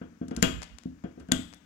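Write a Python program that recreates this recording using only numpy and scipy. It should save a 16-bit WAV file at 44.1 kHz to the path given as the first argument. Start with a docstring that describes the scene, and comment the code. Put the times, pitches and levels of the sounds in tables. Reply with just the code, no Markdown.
"""Cutters snip two plastic cable ties on a steel channel, close by in a quiet room.
Each tie snaps with a crack, the jaws ping, and the steel thumps and rings. Before each cut
the jaws knock on the channel as they find the tie, then bite with small ticks.
The first offcut lands with a patter, and a puff of air brushes the right microphone
as the hand jerks away."""
import sys
import numpy as np
from scipy import signal
from scipy.fft import rfft, irfft
from scipy.io import wavfile

SR = 44100
rng = np.random.default_rng(int(sys.argv[2]) if len(sys.argv) > 2 else 0)


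def master(y):
    """Save y as 16-bit WAV."""
    cut = np.clip(np.atleast_2d(y).T, -1, 1)
    pcm = np.round(cut * 32767)  # scale
    wavfile.write(sys.argv[1], SR, pcm.astype(np.int16))


N = 72765
T = np.arange(int(SR * .9)) / SR  # seconds since one sound began
SNAP_RISE_S = 0.000298

# The two cuts. Each row: start in seconds, crack level in dB, crack length in seconds, ping level in dB,
# shimmer pitch and width in Hz, shimmer level in dB, thump level in dB, push pitch in Hz,
# push fade time in seconds, clatter level in dB.
CUTS = [(0.4262, 6, 0.001, 1.5, 7250, 560, -8, -3, 206, 0.042, 8.5),
        (1.3193, 4, 0.00147, 1.5, 7880, 221, -11.5, -5, 251.7, 0.081, -1)]


def amp(db):
    """Turns decibels (dB) into a number to multiply by."""
    return 10 ** (np.asarray(db) / 20)


def unit(x):
    """Scales a sound to an energy of 1."""
    return x / np.sqrt(np.sum(x ** 2, -1, keepdims=True) + 1e-20)


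def read(points, hz):
    """Reads between the rows of a table, giving every octave equal space."""
    row_hz, values = np.transpose(points)
    return np.interp(np.log(hz + 1), np.log(row_hz), values)


def fade(fade_s):
    """Dies away by 60 dB in the fade time."""
    return np.exp(-np.log(1000) * T / fade_s)


def rise(rise_s):
    """Climbs from silence toward full level."""
    return 1 - np.exp(-T / rise_s)


def add(mix, start, sound):
    """Mixes a sound in at a start time in seconds."""
    part = mix[..., max(round(start * SR), 0):][..., :sound.shape[-1]]
    part += sound[..., :part.shape[-1]]


def colour(x, points, tilt_db=0):
    """Shapes the tone with a table of levels, tilted by tilt_db per octave around 4 kHz."""
    hz = abs(np.fft.fftfreq(4096, 1 / SR))
    octaves = np.log2(np.maximum(hz, 500) / 4000)
    log_gain = np.log(amp(read(points, hz) + tilt_db * octaves))
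    response = np.exp(np.conj(signal.hilbert(log_gain)))  # never rings ahead of a hit
    taps = np.fft.ifft(response).real[:len(hz) // 2]
    return signal.fftconvolve(x, taps[None] if x.ndim > 1 else taps, axes=-1)[..., :x.shape[-1]]


def diffuse(count, alike_hz=450):
    """Noise at two microphones, alike in the bass only."""
    left, other = rfft(rng.standard_normal((2, count)))
    same = 1 / (1 + (np.fft.rfftfreq(count, 1 / SR) / alike_hz) ** 2)
    return irfft(np.array([left, same * left + np.sqrt(1 - same ** 2) * other]), count)


def room_noise(level_db=-57):
    """The quiet room; the right microphone hears less of its hiss."""
    # The noise's tone, then the change on the right. Each row: frequency in Hz, boost or cut in dB.
    tone = [(20, -21), (60, 5), (120, -9.5), (250, 10), (400, -13.5), (900, -17), (1500, -9.5),
            (3000, -20.5), (4200, -24), (6500, -19), (10000, -37.5), (16000, -37)]
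    right_tone = [(60, -1.5), (300, -4), (700, -1.5), (1500, -20.5), (3200, -16.5), (6500, -22),
                  (10000, -2), (16000, 2.5)]
    left, right = amp(level_db) * np.sqrt(N) * unit(colour(diffuse(N), tone))
    return np.array([left, colour(right, right_tone)])


def room_echo(x):
    """Sound comes back from all sides, each frequency dying at its own speed."""
    # How long the room rings. Each row: frequency in Hz, fade time in seconds.
    fade_times = [(80, 0.37), (250, 0.25), (700, 0.61), (3000, 0.59), (7000, 0.38), (14000, 0.5)]
    # How much it sends back. Each row: frequency in Hz, level in dB.
    tone = [(60, 4), (250, -7.5), (600, -9), (1500, -8), (3200, -4.5), (7000, -11), (12000, -16)]
    hz, t, bands = signal.stft(diffuse(len(T)), SR, nperseg=256)
    fade_s = read(fade_times, hz)[:, None]
    equal_energy = np.sqrt(2 * np.log(1000) / (fade_s * SR))
    bands = bands * np.exp(-np.log(1000) * t / fade_s) * equal_energy
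    build_up = 1 - np.exp(-(T / .006) ** 2)
    tail = signal.istft(bands, SR, nperseg=256)[1][:, :len(T)] * build_up
    return signal.fftconvolve(x, colour(tail, tone), axes=1)[:, :N]


def air_puffs(roughness=0.45):
    """Low flutters of air as the hand moves near the microphones."""
    # The puffs. Each row: peak time and width in seconds, pitch in Hz, left and right levels in dB.
    puffs = [(0.307, 0.032, 72, -48.5, -47), (0.39, 0.021, 62.4, -37, -40),
             (0.463, 0.031, 69.3, -44.5, -41.5), (0.568, 0.026, 61, -42, -25),
             (0.738, 0.023, 61.6, -60, -41.5), (1.222, 0.022, 75, -45.5, -48.5)]
    out = np.zeros((2, N))
    for peak, width, hz, left_db, right_db in puffs:
        t = np.arange(N) / SR - peak
        octave = signal.butter(2, [hz / np.sqrt(2), hz * np.sqrt(2)], "band", fs=SR, output="sos")
        swirls = signal.sosfilt(octave, rng.standard_normal((2, N)))
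        flutter = np.cos(2 * np.pi * hz * t) + roughness * swirls / swirls.std()
        out += amp([[left_db], [right_db]]) * flutter / (1 + (t / width) ** 2) ** 1.3
    return out


def fracture(length_s, grain=0.89):
    """Plastic gives way in a quick run of tiny breaks."""
    t = T[:SR // 16]
    shape = rise(SNAP_RISE_S)[:len(t)] * np.exp(-t / length_s)
    breaks = rng.standard_normal(len(t)) * np.exp(grain * rng.standard_normal(len(t))) * shape
    for _ in range(3):  # even out all frequencies, then make the burst short again
        spectrum = rfft(breaks)
        breaks = irfft(spectrum / (abs(spectrum) + 1e-12), len(t)) * np.exp(-(t / (4 * length_s)) ** 2)
    return unit(breaks)


def jaw_ping(tie):
    """The cutter jaws meet with a short, bright ping that changes with the grip."""
    # The jaws' tones. Each row: pitch in Hz, levels in dB at the first and second tie, fade in seconds.
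    tones = [(1566, -12, 1, 0.014), (1940, -6.5, -1, 0.0089), (2245, -1.5, -12, 0.011),
             (3453, -12, 4, 0.011), (4490, -1, 2, 0.0072), (5170, -3, -17.5, .015), (6924, 4, 4.5, 0.0075),
             (7130, -4, -17, 0.01), (7920, -13, -1, .012), (9530, -7.5, 0.5, 0.0072)]
    ping = sum(amp(dbs[tie]) * unit(np.sin(2 * np.pi * (hz * T + rng.random())) * fade(fade_s))
               for hz, *dbs, fade_s in tones)
    return ping * rise(SNAP_RISE_S)


def ticks(ping_db=-15):
    """Plastic creaks under the blades, offcuts land, the cutters click."""
    # The ticks. Each row: start in seconds, level in dB, length in seconds, tilt in dB per octave.
    events = [(0.2823, -24.5, 0.0042, 6.5), (0.296, -41, 0.0036, -3), (0.3098, -17, 0.0062, -3.5),
              (0.349, -37, 0.0018, 16), (0.3638, -9.5, 0.0026, 6.5), (0.4218, -11, 0.0065, 8.5),
              (0.619, -13.5, 0.0013, 0.5), (0.626, -13.5, 0.0074, 1), (0.6318, -14, 0.0014, 3),
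              (0.641, -26, 0.0009, 6), (0.785, -18, 0.0016, 3), (0.835, -27.5, 0.0019, 2),
              (1.038, -20, .003, -7.5), (1.198, -31, 0.0097, 6.5), (1.286, -33, 0.0023, 5.5),
              (1.3161, -8, 0.0011, -1), (1.528, -25, 0.00063, -1), (1.5367, -20, 0.0011, 1),
              (1.543, -28.5, 0.0029, 15)]
    # Their tone. Each row: frequency in Hz, boost or cut in dB.
    tone = [(100, -8.5), (700, 9), (2000, 3.5), (3700, -1), (5200, -0.5), (6800, -2), (9500, -12),
            (12500, -27.5), (16000, -37)]
    out = np.zeros((2, N))
    for start, db, length_s, tilt_db in events:
        breaks = fracture(length_s)
        ping = unit(signal.fftconvolve(breaks, jaw_ping(0))[:len(breaks)])
        plastic = unit(colour(breaks, tone, tilt_db))
        add(out, start, amp(db) * unit(plastic + amp(ping_db) * ping))
    return out


def thump(push_hz, push_fade_s, fade_share=1):
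    """The pushed channel swings quickly, then sways; pressing on it shortens the sway to fade_share."""
    # Low tones of the thump: the room's slow boom (lowest three) and the channel's sway.
    # Each row: pitch in Hz, level in dB, fade time when free in seconds, rise time in seconds.
    tones = [(60.4, -48, 0.81, 0.034), (74.8, -27.5, 0.39, 0.025), (95, -38.5, 0.36, .015),
             (136, -28, 0.13, 0.0012), (169.3, -34.5, 0.57, 0.0037), (188.4, -28, 0.21, 0.0024),
             (228.1, -28.5, 0.39, 0.0035), (258, -21, 0.31, 0.0021), (298, -32.5, 0.42, 0.011)]
    t = T - 0.0033  # the push peaks at t = 0
    swell = np.where(t < 0, np.exp(-(t / 0.0026) ** 2), np.exp(-np.log(1000) * t / push_fade_s))
    push = amp(-16) * np.cos(2 * np.pi * push_hz * t) * swell * np.minimum(T * 1000, 1)
    lows = sum(amp(db) * np.cos(2 * np.pi * hz * t) * fade(fade_s * fade_share) * rise(rise_s)
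               for hz, db, fade_s, rise_s in tones)
    return push + lows


def rattle(pitch_spread=0.028):
    """The channel rattles hollowly against its ties, at a slightly different pitch each time."""
    # The rattle's tones. Each row: usual pitch in Hz, level in dB.
    tones = [(335, -26), (402, -30), (436, -28.5), (486, -32), (555, -31.5), (700, -29.5)]
    out = 0
    for usual_hz, db in tones:
        hz = usual_hz * (1 + pitch_spread * rng.uniform(-1.3, 1))
        out += amp(db) * np.sin(2 * np.pi * (hz * T + rng.random()))
    return out * fade(.16) * rise(0.0014)


def clatter():
    """The channel's many short tones blur into noise."""
    # The clatter's tone. Each row: frequency in Hz, boost or cut in dB.
    tone = [(100, -9), (300, 15.5), (520, 5.5), (850, -5), (1450, 5), (1900, -1.5), (3200, 3), (3900, -8),
            (5400, -8), (7200, -6), (9300, -19), (13000, -19), (16000, -41)]
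    burst = rng.standard_normal((2, len(T))) * fade(0.23)
    return unit(colour(burst, tone)) * rise(0.00065)


def steel_ring(tie):
    """The channel rings with clear tones, whose mix depends on the place struck."""
    # Steel tones. Each row: pitch in Hz, levels in dB at the first and second tie, fade in seconds.
    tones = [(658.5, -23.5, -35, 0.26), (1232, -32.5, -46, 0.4), (1424, -32.5, -38, 0.29),
             (1555, -23.5, -29.5, 0.16), (2498, -36, -62, 0.4), (2560, -40, -57, 0.19),
             (2796, -23.5, -35.5, 0.22), (2910, -29, -33, 0.2), (3005, -38.5, -43.5, 0.4),
             (3129, -45, -40, 0.41), (3313, -31.5, -43, 0.39), (3295, -26.5, -31, 0.33),
             (3378, -36, -41, .18), (3976, -35, -49, 0.13)]
    ring = sum(amp(dbs[tie]) * np.sin(2 * np.pi * (hz * T + rng.random((2, 1)))) * fade(fade_s)
               for hz, *dbs, fade_s in tones)
    return ring * rise(0.001)


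def knocks(dull_above_hz=1383):
    """The jaws bump the channel softly: a thump, a hollow rattle and a dulled ring."""
    # The bumps. Each row: start in seconds, thump level in dB, push pitch in Hz, push fade in seconds,
    # share of the sway's free fade time, rattle level in dB, ring level in dB.
    events = [(0.014, -18, 235, 0.031, 0.82, -17, -16.5), (0.12, -33.5, 263, 0.047, 0.27, -36, -49),
              (0.2131, -11.5, 244, 0.031, 0.88, -12, -20.5), (0.283, -25, 240, 0.026, 0.95, -24.5, -27),
              (0.313, -14.5, 229, 0.059, 0.52, -12.5, -12.5), (0.3725, -13, 230, 0.12, 0.94, -21, -11.5),
              (0.8561, -12, 240, 0.023, 0.83, -24, -46), (1.041, -14, 208, 0.089, 0.58, -10.5, -16),
              (1.175, -26.5, 282, 0.019, 0.76, -21.5, -28.5), (1.199, -32.5, 253, 0.036, 0.91, -33, -21),
              (1.2867, -20.5, 188, 0.097, 1, -18, -19.5), (1.392, -15, 224, .025, 0.16, -26, -41)]
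    noisy, swaying, ringing = np.zeros((3, 2, N))
    dull = signal.butter(2, dull_above_hz, fs=SR)
    for start, thump_db, push_hz, push_fade_s, fade_share, rattle_db, ring_db in events:
        add(noisy, start, amp(ring_db + 5) * signal.lfilter(*dull, clatter()))
        add(swaying, start, amp(thump_db) * thump(push_hz, push_fade_s, fade_share))
        add(swaying, start, amp(rattle_db) * rattle())
        add(ringing, start, amp(ring_db) * signal.lfilter(*dull, steel_ring(tie=1)))
    return np.array([noisy, swaying, ringing])


def shimmer(hz, width_hz):
    """A faint cluster of high tones lingers after the snap."""
    band = np.exp(-((np.fft.rfftfreq(len(T), 1 / SR) - hz) / width_hz) ** 2)
    cluster = irfft(rfft(rng.standard_normal((2, len(T)))) * band, len(T))
    return unit(cluster * fade(0.45))


def closing_jaws():
    """The jaws shut with a ping as each tie gives way."""
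    out = np.zeros((2, N))
    for tie, (start, _, _, ping_db, *_) in enumerate(CUTS):
        add(out, start, amp(ping_db) * jaw_ping(tie))
    return out * amp([[0], [1]])  # left, right


def snips():
    """Each tie cracks, and the channel springs back and rings."""
    # The crack's tone. Each row: frequency in Hz, boost or cut in dB.
    tone = [(100, 1), (550, -0.5), (850, -11), (1300, -0.5), (1900, -3.5), (2600, -9), (3400, -4.5),
            (4600, -3.5), (5700, -6), (6900, 5.5), (8600, -7.5), (10500, -10), (13000, -6.5), (16000, -36)]
    noisy, swaying, ringing = np.zeros((3, 2, N))
    for tie, (start, crack_db, length_s, _, shimmer_hz, width_hz, shimmer_db,
              thump_db, push_hz, push_fade_s, clatter_db) in enumerate(CUTS):
        add(noisy, start, amp(crack_db) * unit(colour(fracture(length_s), tone)))
        add(noisy, start, amp(shimmer_db) * shimmer(shimmer_hz, width_hz) + amp(clatter_db) * clatter())
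        add(ringing, start, steel_ring(tie))
        add(swaying, start - .0008, amp(thump_db) * thump(push_hz, push_fade_s))
    return np.array([noisy, swaying, ringing])


def scene(right_delay_s=.0003):
    """The work lies to the left, so the right microphone hears it later and duller."""
    # What the right side loses. Each row: frequency in Hz, change in dB.
    shade = [(50, -1.5), (230, -1), (480, -5.5), (800, -8), (1500, -13), (3200, -20), (7500, -18.5),
             (11000, -7), (16000, -4.5)]
    noisy, swaying, ringing = snips() + knocks()
    ticking, pings = ticks(), closing_jaws()
    into_room = noisy + amp(-4) * swaying + amp(-10.5) * ringing + amp(-0.5) * ticking + amp(-7) * pings
    left, right = noisy + swaying + ringing + ticking + pings + room_echo(into_room)
    samples = np.arange(N)
    right = np.interp(samples - round(right_delay_s * SR), samples, colour(right, shade))
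    return np.array([left, right]) + room_noise() + air_puffs()


def record(dry, top_hz=16000):
    """Cuts away the very highest treble."""
    taps = signal.firwin(255, top_hz, window=("kaiser", 8), fs=SR)
    return signal.oaconvolve(dry, taps[None], "same")


dry = scene()
out = record(dry)
master(out)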